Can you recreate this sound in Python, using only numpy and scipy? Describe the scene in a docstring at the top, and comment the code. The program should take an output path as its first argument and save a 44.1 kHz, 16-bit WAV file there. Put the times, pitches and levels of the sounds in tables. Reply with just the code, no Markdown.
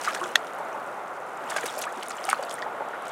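"""Slaps, pattering spray and ringing bubbles open the scene: a hooked fish thrashes below a railing.
It thrashes in three bouts: slaps are noise bursts, bubbles gliding sine tones, drops plips and splats.
One hard clack close by, probably tackle on the rail, rings damped modes.
Coloured noise makes the steady wash of wind and water; noise echoes scatter the fish off the pier."""
import sys
import numpy as np
from scipy import signal
from scipy.fft import rfft, irfft
from scipy.io import wavfile

SR = 44100
rng = np.random.default_rng(int(sys.argv[2]) if len(sys.argv) > 2 else 0)


def output_pcm(signal):
    """Save a mono or channel-first signal as 16-bit PCM at the path in sys.argv[1].

    Samples are clipped to [-1, 1] before scaling.
    """
    pcm = np.clip(np.atleast_2d(signal).T, -1, 1) * 32767
    wavfile.write(sys.argv[1], SR, np.round(pcm).astype(np.int16))


N = 137151
T = np.arange(N) / SR


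def from_db(db):
    """Decibels to gain."""
    return 10 ** (np.asarray(db) / 20)


def rms_one(x):
    """Scale to unit power."""
    return x / np.sqrt(np.mean(x ** 2) + 1e-20)


def at_hz(points, hz):
    """Read a spectrum in dB on a log frequency axis."""
    f, db = np.transpose(points)
    return np.interp(np.log(np.maximum(hz, 1)), np.log(f), db)


def level(rows):
    """Gain over time from a dB curve."""
    return from_db(np.interp(T, *np.transpose(rows)))


def fade(t, t60):
    """Exponential decay, 60 dB down after t60 seconds."""
    return np.exp(-np.log(1000) * t / max(t60, 1e-4))


def onset(t, attack):
    """Rounded rise to one."""
    return 1 - np.exp(-(t / attack) ** 2)


def add(out, s, sound):
    """Mix a sound in at a time in seconds."""
    i = max(int(s * SR), 0)
    out[i:i + len(sound)] += sound[:N - i]


def band(x, edges_hz):
    """Gentle band-pass."""
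    edges_hz = np.clip(edges_hz, 10, SR / 2 - 10)
    return signal.sosfilt(signal.butter(2, edges_hz, "band", fs=SR, output="sos"), x)


def noise(spectrum):
    """Steady noise of a given colour, at unit power."""
    colour = from_db(at_hz(spectrum, np.fft.rfftfreq(N, 1 / SR)))
    return rms_one(irfft(rfft(rng.standard_normal(N)) * colour, N))


# Colour of wind and water, relative: f/Hz, level/dB (per Hz)
WASH_COLOUR = [(25, -11), (70, -27.5), (110, -21.5), (160, -15.5), (250, -11.5), (400, -6), (560, -3),
               (750, 0.5), (1050, -3), (1420, -2), (1620, -10.5), (2100, -14.5), (3000, -26), (4500, -36.5),
               (9000, -37), (12000, -39), (16000, -51)]
# Swell of the wash: t/s, level/dB
WASH_SWELL = [(0, -35), (.45, -35.5), (.7, -35), (1.25, -37.5), (1.45, -34.5), (2.0, -37), (2.42, -36),
              (2.7, -35.5), (3.11, -35.5)]
# Soft hiss that grows towards the end: t/s, level/dB
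HISS_SWELL = [(0, -79), (2.2, -64), (2.6, -61.5), (3.11, -55)]
HISS_HZ = (2420, 3660)
HUM_HZ, HUM_RMS_DB = 138.3, -68


def wash():
    """Wind and moving water as coloured noise, with a faint far sine hum and a band of hiss."""
    body = level(WASH_SWELL) * noise(WASH_COLOUR)
    hum = from_db(HUM_RMS_DB) * np.sqrt(2) * np.sin(2 * np.pi * HUM_HZ * T)
    hiss = level(HISS_SWELL) * rms_one(band(rng.standard_normal(N), HISS_HZ))
    return body + hum + hiss


DROP_CYCLES, DROP_RISE_CYCLES = 52, 2.4   # full ring time (60 dB down) and swell, in cycles


def plip(hz, length=1, size=3500):
    """A drop traps a tiny bubble, which swells and dies within a few dozen cycles."""
    t = T[:size]
    swell = onset(t, length * DROP_RISE_CYCLES / hz)
    return swell * fade(t, length * DROP_CYCLES / hz) * np.sin(2 * np.pi * hz * t)


LAPS_PER_S, LAP_DB, LAP_HZ = 110, -45, (505.4, 1485)
LAP_SPREAD_DB = -0.5   # scales an exponential draw, held to 2


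def lapping(count=900):
    """Ripples keep closing over small pockets of air, each a soft plip at a random pitch."""
    out = np.zeros(N)
    low, high = LAP_HZ
    for when, pitch, chance in rng.random((count, 3))[:int(LAPS_PER_S * N / SR)]:
        hz = low * (high / low) ** pitch
        gain = from_db(LAP_SPREAD_DB * min(-np.log(1 - chance), 2))
        add(out, when * N / SR, gain * plip(hz))
    return from_db(LAP_DB) * rms_one(out)


# Ring of the hard object, relative: f/Hz, level/dB, t60/s
HARD_MODES = [(734, -9, 0.008), (1410, -2, 0.0065), (1840, 1.5, 0.012), (2670, -10, 0.013),
              (3435, 0.5, 0.011), (3920, -10.5, .014), (4320, -6.5, 0.0078), (5350, -14, 0.0094),
              (6400, -1.5, 0.0043), (7820, -13, 0.0066), (10100, -21, 0.009), (11500, -18, 0.0063),
              (13000, -13, 0.0043)]
# Its contacts: t/s, level/dB
CONTACTS = [(0.3537, -21.5), (0.3563, -0.5), (0.3628, -25)]
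CLACK_ATTACK_S, CLACK_TAIL_DB, CLACK_TAIL_T60_S = 0.00058, -30, 0.068


def clack(size=5000):
    """A faint touch, a hard knock and a weak rebound ring the same damped modes, with a noisy tail."""
    out, t = np.zeros(N), T[:size]
    ring = np.zeros(size)
    for k, (hz, db, t60) in enumerate(HARD_MODES):
        sign = (-1) ** k   # neighbouring modes start in opposite directions
        ring += sign * from_db(db) * fade(t, t60) * np.sin(2 * np.pi * hz * t)
    hiss = rms_one(band(rng.standard_normal(size), (1500, 6000)))
    tail = from_db(CLACK_TAIL_DB) * fade(t, CLACK_TAIL_T60_S) * hiss
    for s, db in CONTACTS:
        add(out, s, from_db(db) * onset(t, CLACK_ATTACK_S) * (ring + tail))
    return band(out, (450, 18000))


ECHO_DB, ECHO_T60_S = -15.5, 0.065


def pier(x, size=8000):
    """Brief scatter from the posts and boards: convolution with a dying noise burst."""
    t = T[:size]
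    echoes = band(rng.standard_normal(size), (300, 8000)) * fade(t, ECHO_T60_S) * onset(t, 0.0024)
    echoes /= np.sqrt(np.sum(echoes ** 2))
    return from_db(ECHO_DB) * signal.fftconvolve(x, echoes)[:N]


# Falling spray, which the ticks follow too: t/s, level/dB
SPRAY_SWELL = [(0, -46), (.03, -42), (.06, -40), (.12, -44.5), (.16, -42.5), (.2, -48.5), (.28, -46),
               (.35, -54.5), (.9, -59), (1.35, -59.5), (1.47, -52), (1.52, -44.5), (1.6, -45.5),
               (1.68, -43), (1.74, -47), (1.82, -45), (1.9, -55), (2.03, -50.5), (2.11, -52), (2.2, -51),
               (2.31, -42.5), (2.39, -52), (2.44, -52), (2.53, -50), (2.7, -62.5), (3.0, -63),
               (3.11, -49.5)]
# Colour of the spray, relative: f/Hz, level/dB
SPRAY_COLOUR = [(1500, 4.5), (2100, 1), (3000, 5.5), (4500, -4), (7000, 0), (9000, -1.5), (11500, -7.5),
                (15500, -4)]
DROPS_PER_S, DROP_SPREAD_DB = 2400, 5.5   # the spread scales an exponential draw
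MIST_DB = -7.5   # relative to the droplets
SPRAY_SHORTEST_RING = 0.43   # share of a full ring: droplets range from ticks to plips


def spray(count=12000):
    """Small droplets of every pitch tick and plip at random, over a fine mist of noise."""
    out = np.zeros(N)
    low, high = SPRAY_COLOUR[0][0], SPRAY_COLOUR[-1][0]
    when, pitch, chance, ring = rng.random((count, 4))[:int(DROPS_PER_S * N / SR)].T
    pitches = low * (high / low) ** pitch
    lengths = SPRAY_SHORTEST_RING ** ring
    boosts_db = DROP_SPREAD_DB * np.minimum(-np.log(1 - chance), 3.5)
    # shorter rings are played louder
    gains = from_db(at_hz(SPRAY_COLOUR, pitches) + boosts_db) / np.sqrt(lengths)
    for s, hz, length, gain in zip(when * N / SR, pitches, lengths, gains):
        size = int(length * DROP_CYCLES / hz * SR) + 2
        add(out, s, gain * plip(hz, length, size=size))
    mist = rms_one(band(noise(SPRAY_COLOUR), (1500, 14000)))
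    return level(SPRAY_SWELL) * (rms_one(out) + from_db(MIST_DB) * mist)


# Registers from big drops to small: low f/Hz, high f/Hz, level/dB (relative)
TICK_REGISTERS = [(1900, 4050, -1.5), (3500, 8300, -5), (5800, 10200, 1)]
TICKS_PER_S, TICK_DECAY_S = 420, 0.00045   # the rate is shared by all registers
TICK_DB, TICK_SPREAD_DB = -4.5, 3.5   # level relative to the spray curve; spread per exponential draw


def ticks():
    """Smaller drops hit the surface with a short crackle, duller or brighter with their size."""
    out, keep = np.zeros(N), np.exp(-1 / (TICK_DECAY_S * SR))
    for low, high, db in TICK_REGISTERS:
        sizes = from_db(TICK_SPREAD_DB * np.minimum(rng.exponential(1, N), 3))
        hits = sizes * (rng.random(N) < TICKS_PER_S / len(TICK_REGISTERS) / SR)
        decays = signal.lfilter([1], [1, -keep], hits + 1e-18)
        bursts = decays * rng.standard_normal(N)
        out += from_db(db) * rms_one(band(bursts, (low, high)))
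    return level(SPRAY_SWELL) * from_db(TICK_DB) * rms_one(out)


SPLAT_ATTACK_S, SPLAT_DECAY_S, SPLAT_WIDTH_OCTAVES = 0.00019, 0.0012, 0.83


def splat(hz, size=500):
    """A drop bursting: brief crackle around a pitch, with the energy of one millisecond at unit power."""
    t, half = T[:size], 2 ** (SPLAT_WIDTH_OCTAVES / 2)
    shape = onset(t, SPLAT_ATTACK_S) * np.exp(-t / SPLAT_DECAY_S)
    burst = band(rng.standard_normal(size) * shape, (hz / half, hz * half))
    return rms_one(burst) * np.sqrt(SR / 1000 / size)


# Single drops that stand out and ring: t/s, f/Hz, level/dB
RINGING_DROPS = [(.24, 3370, -25.5), (.729, 6200, -37), (1.685, 3700, -24), (1.783, 10300, -23),
                 (1.853, 8060, -26), (2.026, 3010, -25), (2.084, 9300, -21), (2.096, 7100, -24.5),
                 (2.168, 7340, -28), (2.183, 2900, -29), (2.252, 9000, -18.5), (2.2991, 8950, -11.5),
                 (2.345, 4200, -29.5), (2.436, 4550, -27), (2.51, 3220, -26), (2.541, 8800, -20.5),
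                 (3.081, 8300, -27)]
# Drops that burst without ringing: t/s, centre f/Hz, level/dB
BURSTING_DROPS = [(0.0136, 6200, -30), (0.0368, 7500, -33), (.0484, 5160, -33), (0.056, 5800, -33),
                  (.0845, 8100, -43), (.1093, 7400, -41), (0.126, 5100, -42), (0.133, 4400, -34),
                  (0.142, 5600, -39), (0.173, 5000, -44), (.1754, 5400, -44), (.1928, 7900, -52),
                  (.1982, 6600, -43), (.2032, 6900, -43), (.2118, 8100, -39), (0.239, 5760, -31.5),
                  (.2598, 6600, -46), (.2695, 7500, -44), (.2779, 6200, -44), (.2902, 8600, -45),
                  (.4461, 9000, -47), (.5493, 9800, -49), (.586, 9300, -45), (.6858, 7200, -51),
                  (1.373, 7300, -45), (1.5035, 7100, -27.5), (1.5084, 7700, -33), (1.5254, 8500, -43),
                  (1.5302, 7300, -42), (1.5388, 8800, -41), (1.5716, 6400, -29), (1.587, 5700, -37),
                  (1.6096, 6900, -33.5), (1.642, 10200, -36), (1.6571, 6300, -38), (1.661, 9500, -26.5),
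                  (1.666, 6000, -28.5), (1.678, 8000, -37), (1.7, 6400, -37), (1.7245, 5900, -39),
                  (1.739, 4800, -39), (1.744, 7100, -46), (1.7528, 5500, -38), (1.7791, 5800, -35),
                  (1.79, 8900, -27.5), (1.8141, 10300, -29.5), (1.824, 6400, -28.5), (1.8355, 6100, -37),
                  (1.9246, 7200, -39.5), (1.9743, 5740, -41), (1.996, 4000, -43), (2.0268, 3600, -35),
                  (2.0624, 5900, -41), (2.068, 7600, -46), (2.107, 6800, -37), (2.118, 4300, -34.5),
                  (2.1736, 8700, -44), (2.241, 5800, -29.5), (2.2893, 4700, -33), (2.2917, 8260, -30),
                  (2.2993, 8800, -36), (2.3027, 4500, -29), (2.31, 7200, -36), (2.4086, 8300, -48),
                  (2.45, 8650, -41), (2.4954, 6200, -33.5), (2.5054, 5900, -38), (2.5236, 8700, -40),
                  (2.5358, 9200, -42), (2.5519, 8100, -44), (2.5906, 6500, -41.5), (2.621, 3950, -30.5),
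                  (2.6239, 4900, -49), (2.8866, 6800, -45.5), (3.0225, 8000, -44), (3.0556, 5400, -45),
                  (3.067, 3480, -41), (3.0924, 4300, -44)]
DROP_SPLAT_DB, DROP_RING = -15, 0.91   # impact relative to its plip; share of a full ring


def drops():
    """The largest drops falling back: all burst on the surface, some also ring."""
    out = np.zeros(N)
    for s, hz, db in RINGING_DROPS:
        add(out, s, from_db(db) * plip(hz, DROP_RING))
        add(out, s, from_db(db + DROP_SPLAT_DB) * splat(hz))
    for s, hz, db in BURSTING_DROPS:
        add(out, s, from_db(db) * splat(hz))
    return out


# Air pockets: t/s, f/Hz (starting pitch), level/dB, t60/s, glide/(octaves per s, negative falls)
AIR_POCKETS = [(0.075, 1430, -13, 0.031, -20.5), (0.079, 1240, -13, 0.035, 2), (0.092, 617, -24, 0.031, 11),
               (.163, 1670, -17.5, 0.014, 0.5), (.212, 352.4, -30.5, 0.26, 1),
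               (.214, 1082, -20.5, 0.059, 3), (0.233, 1354, -16, 0.017, 16), (.254, 540, -18.5, 0.026, 9),
               (.598, 600, -27, 0.1, -0.5), (.604, 840, -28, 0.065, 11), (.743, 886, -24.5, 0.062, 2),
               (.747, 600, -33, 0.046, 14), (.784, 1120, -25.5, 0.028, 3), (1.521, 1080, -23.5, .03, 5),
               (1.519, 1780, -21.5, 0.023, -2), (1.562, 600, -14, 0.027, 2), (1.562, 1176, -19.5, 0.031, 4),
               (1.563, 1604, -20.5, 0.053, -3.5), (1.582, 2210, -24, .03, 10),
               (1.583, 1570, -20, 0.019, 14), (1.631, 1800, -25, 0.023, 0), (1.659, 1120, -27, 0.032, 8),
               (1.638, 414, -21, 0.052, 23), (1.771, 614, -20, 0.042, 1), (1.79, 600, -25, 0.062, 9),
               (1.838, 1760, -30, 0.018, 3), (1.855, 915, -25.5, .06, 18.5),
               (1.867, 1150, -19.5, 0.035, 19), (1.875, 1626, -25, 0.037, 17), (1.968, 260, -33, 0.062, 20),
               (1.977, 320, -25.5, 0.038, 20), (1.997, 467, -33, .05, 6), (2.107, 1330, -22, 0.024, 13),
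               (2.282, 760, -20.5, 0.083, 4), (2.2893, 1300, -14.5, 0.013, 3),
               (2.2921, 2130, -13.5, 0.01, 19), (2.3005, 2750, -25.5, 0.019, 3),
               (2.3297, 1264, 8.5, 0.0049, -22), (2.3327, 1050, -19, .014, -7),
               (2.3895, 860, -13.5, 0.0092, 0), (2.391, 524, -22.5, 0.075, 10), (2.425, 559, -29, 0.15, 12),
               (2.582, 1780, -27.5, 0.041, 9), (2.589, 1980, -32, 0.019, 25), (2.625, 1786, -22, 0.029, 14),
               (2.656, 576, -24, 0.053, 12), (2.663, 858, -24, 0.044, 4), (2.805, 560, -24.5, 0.1, 2.5),
               (2.806, 871, -23.5, 0.052, 5), (2.819, 894, -21.5, 0.04, -1.5), (2.879, 746, -21, 0.028, 3),
               (2.931, 1810, -32, 0.051, 5), (2.935, 1417, -26.5, 0.059, 3)]
BUBBLE_ATTACK_CYCLES, BUBBLE_FLUTTER = 1, 0.21   # flutter as a share of the tone
BUBBLE_LOW_CUT_SHARE = 0.42   # low cut as a share of the starting pitch


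def bubbles(size=6000):
    """Each air pocket rings as a dying, fluttering tone, most gliding up as they near the surface."""
    out, t = np.zeros(N), T[:size]
    for s, hz, db, t60, glide in AIR_POCKETS:
        pitch = hz * 2 ** np.clip(glide * t, -1, 1)   # an octave at most
        phase = 2 * np.pi * np.cumsum(pitch) / SR
        flutter = BUBBLE_FLUTTER * rms_one(band(rng.standard_normal((2, size)), (40, 200)))
        tone = (1 + flutter[0]) * np.sin(phase) + flutter[1] * np.cos(phase)
        ring = onset(t, BUBBLE_ATTACK_CYCLES / hz) * fade(t, t60) * tone
        add(out, s, from_db(db) * band(ring, (BUBBLE_LOW_CUT_SHARE * hz, 8000)))
    return out


# Slaps and spatters: t/s, decay/s, body level/dB, middle level/dB, fizz level/dB
SLAPS = [(.044, 0.0065, -39, -30, -39), (.08, 0.011, -28.5, -46, -37.5), (0.106, 0.0022, -25.5, -45, -48),
         (.147, 0.0037, -25.5, -27.5, -30), (.469, .0014, -44, -36, -45), (1.496, 0.0073, -47, -35, -35.5),
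         (1.511, 0.0034, -27, -39, -44), (1.5622, 0.0077, -26.5, -32.5, -30.5),
         (1.631, 0.0055, -29, -50, -52), (1.655, .007, -30, -34, -35), (1.816, 0.0047, -45, -27, -32.5),
         (1.838, 0.0044, -27, -37, -50), (2.031, 0.0018, -29, -32, -30.5), (2.103, 0.0063, -30.5, -37, -37),
         (2.289, .0017, -19, -40, -36), (2.3, 0.0048, -34, -30, -32), (2.31, .006, -22, -48, -46),
         (2.327, .003, -30, -45, -30), (2.425, .007, -37, -43, -38), (2.509, 0.0044, -39, -33.5, -39)]
BODY_HZ, MIDDLE_HZ, FIZZ_HZ = (1320, 2740), (2980, 6900), (6000, 10300)
SPLASH_GRAIN_DB, SPLASH_ATTACK_SHARE = 3, 0.23   # random grain spread; swell as a share of the decay


def splashes(size=4096):
    """Each slap is a quickly dying burst of grainy crackle in three registers."""
    out, t = np.zeros(N), T[:size]
    for s, decay, *levels in SLAPS:
        shape = onset(t, SPLASH_ATTACK_SHARE * decay) * np.exp(-t / decay)
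        strength = np.sqrt(np.mean(shape ** 2))
        for db, edges in zip(levels, (BODY_HZ, MIDDLE_HZ, FIZZ_HZ)):
            grain_gains = from_db(SPLASH_GRAIN_DB * rng.standard_normal(size))
            grains = rng.standard_normal(size) * grain_gains
            add(out, s, from_db(db) * strength * rms_one(band(grains * shape, edges)))
    return out


def scene():
    """Wash and lapping behind, the clack close by, the fish and its pier scatter in front."""
    background = wash() + lapping()
    fish = spray() + ticks() + drops() + bubbles() + splashes()
    return (background + clack() + fish + pier(fish))[None]


MIC_LOW_CUT_HZ, CUTOFF_HZ = 117, 16400


def record(dry):
    """Loud peaks are rounded, the deep bass is thinned and the top is cut."""
    rounded = np.tanh(dry)
    low_cut = signal.butter(2, MIC_LOW_CUT_HZ, "high", fs=SR, output="sos")
    top_cut = signal.cheby2(20, 60, CUTOFF_HZ, fs=SR, output="sos")
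    return signal.sosfilt(top_cut, signal.sosfilt(low_cut, rounded))


dry = scene()
out = record(dry)
output_pcm(out)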